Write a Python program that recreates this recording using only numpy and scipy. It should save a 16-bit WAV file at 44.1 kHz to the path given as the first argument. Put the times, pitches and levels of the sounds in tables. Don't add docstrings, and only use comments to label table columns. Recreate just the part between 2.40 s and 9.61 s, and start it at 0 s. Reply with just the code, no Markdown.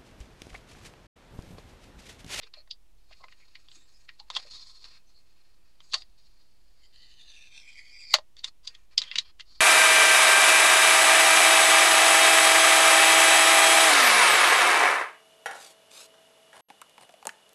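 import sys
import numpy as np
from scipy import signal
from scipy.fft import rfft, irfft, next_fast_len
from scipy.io import wavfile
from scipy.ndimage import uniform_filter1d

SR = 44100
rng = np.random.default_rng(int(sys.argv[2]) if len(sys.argv) > 2 else 0)


def wrap_up_sound(samples):
    columns = np.atleast_2d(samples).T
    tamed = np.clip(columns, -1, 1)
    steps = np.round(tamed * 32767).astype(np.int16)
    wavfile.write(sys.argv[1], SR, steps)


N = 317784
TIME_S = np.arange(N) / SR
PEEL_START_S, PEEL_END_S = 4.52, 5.74

# (frequency [Hz], relative density [dB])
AIR_SPECTRUM = [(12, -9), (38, 9.5), (62, -2.5), (100, -9), (200, -14.5), (400, -18.5), (900, -21),
                (1600, -26.5), (3000, -23.5), (4400, -26.5), (6000, -27.5), (11000, -31.5), (15500, -36)]
# (start [s], length [s], scrape [dB], hiss [dB], sheen [dB], swell [dB])
STROKES = [(0, 0.076, -61, -62, -80, -2), (0.131, 0.075, -60, -64, -77, 0.5),
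           (0.575, 4.9, -77.5, -72.5, -87.5, -1.5), (0.676, 0.61, -73.5, -66.5, -78.5, 0),
           (1.291, 0.13, -66.5, -59.5, -63.5, -6), (1.467, 0.41, -73, -66, -70.5, -23),
           (1.918, .17, -54.5, -45, -63, -5), (2.091, 0.4, -76, -45.5, -63, -8.5),
           (2.438, 0.14, -59, -47, -68.5, -4.5), (2.645, 0.5, -80, -70, -85, -2.5),
           (3.41, 0.16, -77, -63.5, -70.5, 2), (3.552, 0.065, -75, -43.5, -60.5, -8.5),
           (3.762, 0.328, -88.5, -65, -83, -4.5), (6.057, 0.027, -54.5, -41, -58, -2),
           (6.267, 0.19, -63.5, -68, -77, -9.5), (6.497, 0.037, -69, -71.5, -88, 10.5),
           (6.596, 0.22, -51.5, -49.5, -69, -3.5), (6.823, 0.078, -64.5, -62.5, -84, 0.5),
           (7.051, 0.41, -89.5, -60, -81, 14)]
# (frequency [Hz], gain [dB])
SCRAPE_SPECTRUM = [(200, -25), (500, -0.5), (1100, -7.5), (1600, 2), (2600, 5.5), (3300, 1), (4500, -29.5),
                   (12000, -52)]
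HISS_SPECTRUM = [(1800, -23.5), (2900, -18.5), (3700, -8), (4400, -2.5), (5100, -9.5), (5700, -14.5),
                 (7000, -43.5), (12000, -62.5)]
SHEEN_SPECTRUM = [(4500, -26), (5500, -0.5), (6500, 3.5), (7300, 3), (8600, -6.5), (10300, -8.5),
                  (11800, -32)]
# (frequency [Hz], width [Hz], gain over direct [dB])
PANEL_MODES = [(1050, 180, 5), (1248, 59, 1.5), (1834, 97, 3.5), (2530, 290, -10.5), (3780, 70, -3.5),
               (4290, 110, 0.5), (4610, 160, -3.5), (4900, 100, 2), (7160, 120, -2.5)]
# (delay [s], gain [dB])
REFLECTIONS = [(.0008, -6), (.0027, -13), (.0049, -9)]
# (time [s], level [dB], frequency [Hz])
BUMPS = [(0.026, -57.5, 420), (.17, -59.5, 600), (.838, -64, 527), (1.364, -67, 300), (1.80, -56, 860),
         (1.975, -55, 750), (2.05, -59, 520), (3.541, -48.5, 740), (6.582, -62, 100), (6.625, -69, 170),
         (6.755, -59, 150), (6.787, -65, 100)]
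# (time [s], 2.8-5.6 kHz level [dB], body [dB], card [dB], top [dB], scuff [s], ring [Hz])
CLICKS = [(0.034, -49, -2, 7.5, -7, 0.011, 3520), (0.139, -49, 0, -1, -11, 0.0021, 4200),
          (0.276, -71.5, 15, 9.5, -7, 0.0032, 1840), (0.3112, -38.5, -26, -18, -11, .003, 4800),
          (0.712, -68, 19, 7, -11, .005, 553), (0.729, -57, -1, 10.5, -4, .008, 2560),
          (0.812, -72.5, 34, -7, -6, 0.0057, 1160), (0.841, -59.5, 28.5, 10.5, -5, 0.0054, 2080),
          (0.884, -64, 15, 18, -11, .0023, 2480), (0.925, -60, 4, 16, -1, 0.0066, 2820),
          (1.1552, -52, -2.5, 7.5, -13, 0.0033, 2300), (1.286, -57.5, 5, -5, -9, .002, 3540),
          (1.3164, -56, -5, -1, -23, .002, 3070), (1.692, -51.5, 1, 17, -11, 0.004, 2360),
          (1.8, -48.5, 10, -3.5, -2.5, 0.0048, 4200), (1.902, -41, 17.5, 5.5, 4.5, 0.00045, 3600),
          (1.951, -39.5, -3, -16, -4, .0004, 3250), (1.9664, -29, 11.5, 2, 0, 0.0049, 3280),
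          (2.443, -49, 4, 0, -2, .002, 4100), (3.405, -57.5, 15, 6, -3, 0.0023, 3150),
          (3.525, -43.5, -14, -18.5, 2, 0.0059, 4200), (3.536, -35, 9, 10.5, 6, 0.0031, 4400),
          (3.5422, -25, 9, 2.5, 2.5, .0025, 4450), (3.621, -51, -5, 3.5, -11, 0.00044, 4850),
          (5.7405, -18, 5.5, 1.5, 1, 0.0016, 4470), (5.7414, -22, 9, 9.5, 5, .002, 652),
          (5.7863, -49.5, 19.5, 5, -1, 0.0031, 589), (5.968, -57, 3, 9, 6, 0.0017, 3660),
          (5.993, -50, -7, 1, 2, 0.012, 4450), (6.044, -32, -3, 5.5, 5.5, 0.0028, 3550),
          (6.254, -56, 7.5, 1, 8, 0.012, 4830), (6.2753, -36.5, -15, -8, 3.5, .003, 4760),
          (6.350, -53, -21, 6, 3, 0.0034, 3290), (6.5795, -20, -19.5, -9, -3, .0015, 5090),
          (6.618, -33.5, -20, 5.5, 0.5, .0003, 3840), (6.6375, -47.5, -17, 17, 5, .001, 3330),
          (6.7142, -40, -17, 12.5, -25, 0.0013, 2770), (6.7572, -31.5, -11, 9.5, -1, 0.0014, 2900),
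          (6.7857, -24, -13.5, 3.5, 3, 0.0029, 3970), (6.998, -50.5, 8.5, 17, 5.5, 0.0025, 3300),
          (7.007, -45, -9, 7.5, 0, 0.0056, 2910)]
# (frequency [Hz], width [Hz], gain over direct [dB])
BOX_MODES = [(622, 35, 1.5), (848, 66, -2.5), (1047, 41, 4), (1238, 17, -3), (1890, 16, -2),
             (2054, 59, -0.5), (2800, 42, -4), (3730, 90, -14.5), (4660, 270, -4.5), (4555, 140, -10),
             (6536, 39, -4.5)]
# (frequency [Hz], gain [dB])
CLICK_SPECTRUM = [(100, -47.5), (300, -34), (600, -19), (800, -19), (1100, -11), (1500, -12), (2500, -6.5),
                  (3600, 3), (4700, -1), (5700, -6.5), (7200, -12.5), (8800, -25.5), (10700, -29),
                  (12000, -68.5)]
# (centre [s], nominal length [s], frequency [Hz], level [dB])
SQUEAKS = [(0.189, 0.061, 4300, -54.5), (1.026, 0.045, 2220, -65), (1.38, 0.18, 7570, -70.5),
           (1.40, 0.11, 3720, -67.5), (1.565, 0.063, 5060, -65), (2.69, 0.054, 6120, -73),
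           (2.775, 0.068, 4340, -62.5), (6.703, 0.1, 3230, -48), (6.861, 0.11, 3230, -65)]
# (time [s], peak [dB])
TUGS = [(4.451, -62.5), (4.59, -59), (4.902, -53), (5.09, -64), (5.184, -52), (5.28, -58.5), (5.39, -56),
        (5.60, -52.5)]
# (time [s], frequency [Hz])
FLAP_GLIDE = [(4.45, 3200), (4.6, 3005), (4.72, 2970), (4.85, 2800), (5.02, 2660), (5.19, 2510),
              (5.41, 2180), (5.6, 2400), (5.73, 2223)]
# (ratio to main [1], width [Hz], start gain [dB], end gain [dB])
FLAP_MODES = [(0.641, 279.7, -2.5, -27), (0.999, 420, 2, 4.5), (1.37, 800, 5, -13), (2.08, 701, -22.5, 5.5),
              (2.25, 900, -11.5, -8), (3.1, 1800, -27, -9)]
# (frequency [Hz], width [Hz], start gain [dB], end gain [dB])
SEAL_PANEL_MODE = (4100, 650, -1.0, -14.0)
# (frequency [Hz], gain [dB])
PEEL_SPECTRUM = [(300, -15.5), (1000, -10), (1900, 1), (5300, -2), (6500, -1.5), (8800, -9), (10700, -11),
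                 (11800, -35)]


def from_db(db):
    return 10 ** (np.asarray(db) / 20)


def unit_rms(x):
    return x / np.sqrt(np.mean(x ** 2) + 1e-20)


def colour(x, spectrum):
    size = 2 * next_fast_len(len(x) // 2 + 1024)
    hz, db = np.transpose(spectrum)
    bins_hz = np.arange(size // 2 + 1) * SR / size
    gain = from_db(np.interp(np.log(bins_hz + 1), np.log(hz), db))
    cepstrum = irfft(np.log(gain))
    cepstrum[1:size // 2] *= 2
    cepstrum[size // 2 + 1:] = 0
    return irfft(rfft(x, size) * np.exp(rfft(cepstrum)))[:len(x)]


def drift(rate_hz):
    knots = rng.standard_normal(4000)
    return unit_rms(np.interp(TIME_S * rate_hz, np.arange(len(knots)), knots))


def resonance(hz, width_hz):
    r = np.exp(-np.pi * width_hz / SR)
    return (1 - r * r) / 2 * np.array([1, 0, -1]), [1, -2 * r * np.cos(2 * np.pi * hz / SR), r * r]


def narrow_band(x, hz, width_hz):
    b, a = resonance(hz, width_hz)
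    return unit_rms(signal.lfilter(b, a, signal.lfilter(b, a, x)))


def ringing(x, modes):
    return x + sum(from_db(db) * signal.lfilter(*resonance(hz, width_hz), x) for hz, width_hz, db in modes)


def gliding(x, hz, width_hz, block=512):
    out, state = np.zeros(N), np.zeros(2)
    for i in range(0, N, block):
        out[i:i + block], state = signal.lfilter(*resonance(hz[i], width_hz), x[i:i + block], zi=state)
    return out


def room_air(noise_db=-66, hum_hz=345, hum_db=-88.5):
    hum = from_db(hum_db) * np.sqrt(2) * np.sin(2 * np.pi * hum_hz * TIME_S)
    return from_db(noise_db) * unit_rms(colour(rng.standard_normal(N), AIR_SPECTRUM)) + hum


def pressure(start_s, length_s, swell_db, grip_s=0.02, lift_s=0.0099):
    t = np.maximum(TIME_S - start_s, 0)
    grip = np.minimum(t / grip_s, 1)
    swell = from_db(swell_db * np.minimum(t / length_s, 1))
    lift = np.exp(-np.maximum(t - length_s, 0) / lift_s)
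    return grip * swell * lift


def slips(per_s, spread_db, smooth_db):
    sizes = from_db(spread_db * np.minimum(rng.exponential(1, N), 4)) * rng.choice([-1, 1], N)
    grains = unit_rms(sizes * (rng.random(N) < per_s / SR))
    return unit_rms(grains + from_db(smooth_db) * rng.standard_normal(N))


def release(t, scuff_s, scatter_t60_s=0.071, room_t60_s=0.053):
    crackle, scatter, room = rng.standard_normal((3, len(t)))
    after_s = np.maximum(t, 0)
    away_s = np.maximum(t, -t / 0.97)
    scuff = from_db(-27) * (1 + scuff_s / 0.004) * np.exp(-away_s / max(scuff_s, 1e-5))
    push = (t == 0) + scuff * crackle
    for delay_s, db in REFLECTIONS:
        push[np.searchsorted(t, delay_s * rng.uniform(0.85, 1.15))] += from_db(db) * rng.choice([-1, 1])
    near_tail = scatter * from_db(-25 - 60 * after_s / scatter_t60_s)
    room_tail = room * from_db(-45 - 60 * after_s / room_t60_s)
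    return push + (t > 0) * (near_tail + room_tail)


def hand_reflections(x, shift_hz=4.0, count=3):
    t = np.arange(1536) / SR
    paths = np.array([unit_rms(signal.fftconvolve(x, release(t, 0))[:N]) for _ in range(count)])
    shares = np.exp([drift(shift_hz) for _ in range(count)])
    mixed = np.sum(shares * paths, axis=0) / np.sqrt(np.sum(shares ** 2, axis=0))
    return unit_rms(mixed)


def rubbing(trims_db=(-3.5, -3.5, 0), flicker_db=2.74, patchy_db=1.3):
    power = np.array([pressure(start_s, length_s, swell_db) ** 2
                      for start_s, length_s, *_, swell_db in STROKES])
    band_gains = from_db(np.array(STROKES)[:, 2:5].T)
    envelopes = np.sqrt(band_gains ** 2 @ power)
    friction = 0
    for spectrum, envelope, db in zip([SCRAPE_SPECTRUM, HISS_SPECTRUM, SHEEN_SPECTRUM], envelopes, trims_db):
        drag = hand_reflections(slips(per_s=2500, spread_db=-1.0, smooth_db=0.5))
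        band = unit_rms(colour(ringing(drag, PANEL_MODES), spectrum))
        friction += envelope * from_db(db + patchy_db * drift(rate_hz=14)) * band
    return friction * from_db(flicker_db * drift(rate_hz=70))


def bumps(decay_s=0.022, width_hz=127):
    out, shove = np.zeros(N), rng.standard_normal(N)
    for time_s, db, hz in BUMPS:
        age = np.maximum(TIME_S - time_s, 0) / decay_s
        envelope = np.minimum(10 * age, 1) * np.exp(-age)
        out += from_db(db) * envelope * narrow_band(shove, hz, width_hz)
    return out


def clicks(ring_width_hz=210, ring_db=8.0, level_window_s=0.02):
    t = np.arange(-1024, 7168) / SR
    pad = len(t)
    presence = signal.butter(2, [2800, 5600], "band", fs=SR, output="sos")
    out = np.zeros(N + 2 * pad)
    for time_s, db, body_db, card_db, top_db, scuff_s, ring_hz in CLICKS:
        contact = [(950, body_db), (1900, card_db), (3300, 0), (5000, 0), (6800, top_db)]
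        spot = ringing(release(t, scuff_s), [(ring_hz, ring_width_hz, ring_db)])
        box = colour(ringing(spot, BOX_MODES), CLICK_SPECTRUM)
        click = colour(box, contact)
        band_rms = np.sqrt(np.sum(signal.sosfilt(presence, click) ** 2) / (level_window_s * SR))
        start = round((time_s + t[0]) * SR) + pad
        out[start:start + len(t)] += from_db(db) * click / band_rms
    return out[pad:pad + N]


def squeaks(width_hz=360):
    out, drag = np.zeros(N), slips(per_s=670, spread_db=1.0, smooth_db=3.0)
    for centre_s, length_s, hz, db in SQUEAKS:
        arch = np.clip(1 - ((TIME_S - centre_s) / (0.58 * length_s)) ** 2, 0, 1)
        out += from_db(db) * arch * narrow_band(drag, hz, width_hz)
    return out


def pull(start_db=-60.0, rise_db_per_s=5.5, surge_db=14.5, surge_s=0.088, fade_s=0.017, tug_s=0.018):
    t = np.clip(TIME_S, PEEL_START_S, PEEL_END_S)
    db = start_db + rise_db_per_s * (t - PEEL_START_S) + surge_db * np.exp((t - PEEL_END_S) / surge_s)
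    steady = from_db(db) * np.minimum((t - PEEL_START_S) / fade_s, 1)
    tugs = sum(from_db(tug_db) / (1 + ((TIME_S - time_s) / tug_s) ** 2) for time_s, tug_db in TUGS)
    attached = uniform_filter1d(1.0 * (TIME_S < PEEL_END_S), size=256)
    return np.hypot(steady, tugs) * attached


def glue_line(start_db, end_db, patchy_db=2.5):
    freed = np.clip((TIME_S - PEEL_START_S) / (PEEL_END_S - PEEL_START_S), 0, 1)
    return from_db(start_db + (end_db - start_db) * freed + patchy_db * drift(rate_hz=18))


def peeling(flicker_db=2.5, direct_db=-15.5, waver=0.025):
    main_hz = np.interp(TIME_S, *np.transpose(FLAP_GLIDE))
    breaks = hand_reflections(slips(per_s=1600, spread_db=4.5, smooth_db=-1.0))
    panel_hz, panel_width_hz, *panel_db = SEAL_PANEL_MODE
    panel = signal.lfilter(*resonance(panel_hz, panel_width_hz), breaks)
    rasp = from_db(direct_db) * breaks + glue_line(*panel_db) * panel
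    for ratio, width_hz, start_db, end_db in FLAP_MODES:
        hz = ratio * main_hz * (1 + waver * drift(rate_hz=35))
        rasp += glue_line(start_db, end_db) * gliding(gliding(breaks, hz, width_hz), hz, width_hz)
    rasp = colour(rasp, PEEL_SPECTRUM)
    levelled = rasp / np.sqrt(uniform_filter1d(rasp ** 2, size=1024))
    return levelled * pull() * from_db(flicker_db * drift(rate_hz=41))


def hiss_flash(time_s=5.741, level_db=-31.0, half_length_s=0.0038, edge_hz=9999.5):
    highpass = signal.butter(2, edge_hz, "high", fs=SR, output="sos")
    treble = unit_rms(signal.sosfilt(highpass, rng.standard_normal(N)))
    return from_db(level_db) * treble * np.exp(-((TIME_S - time_s) / half_length_s) ** 2)


def scene():
    return (clicks() + bumps() + rubbing() + squeaks() + peeling() + hiss_flash() + room_air())[None, :]


def record(dry, ceiling=0.89, stopband_hz=16600, dc_offset=0.0032):
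    top_cut = signal.cheby2(14, 60, stopband_hz, fs=SR, output="sos")
    return signal.sosfilt(top_cut, np.clip(dry, -ceiling, ceiling)) + dc_offset


dry = scene()
out = record(dry)
wrap_up_sound(out)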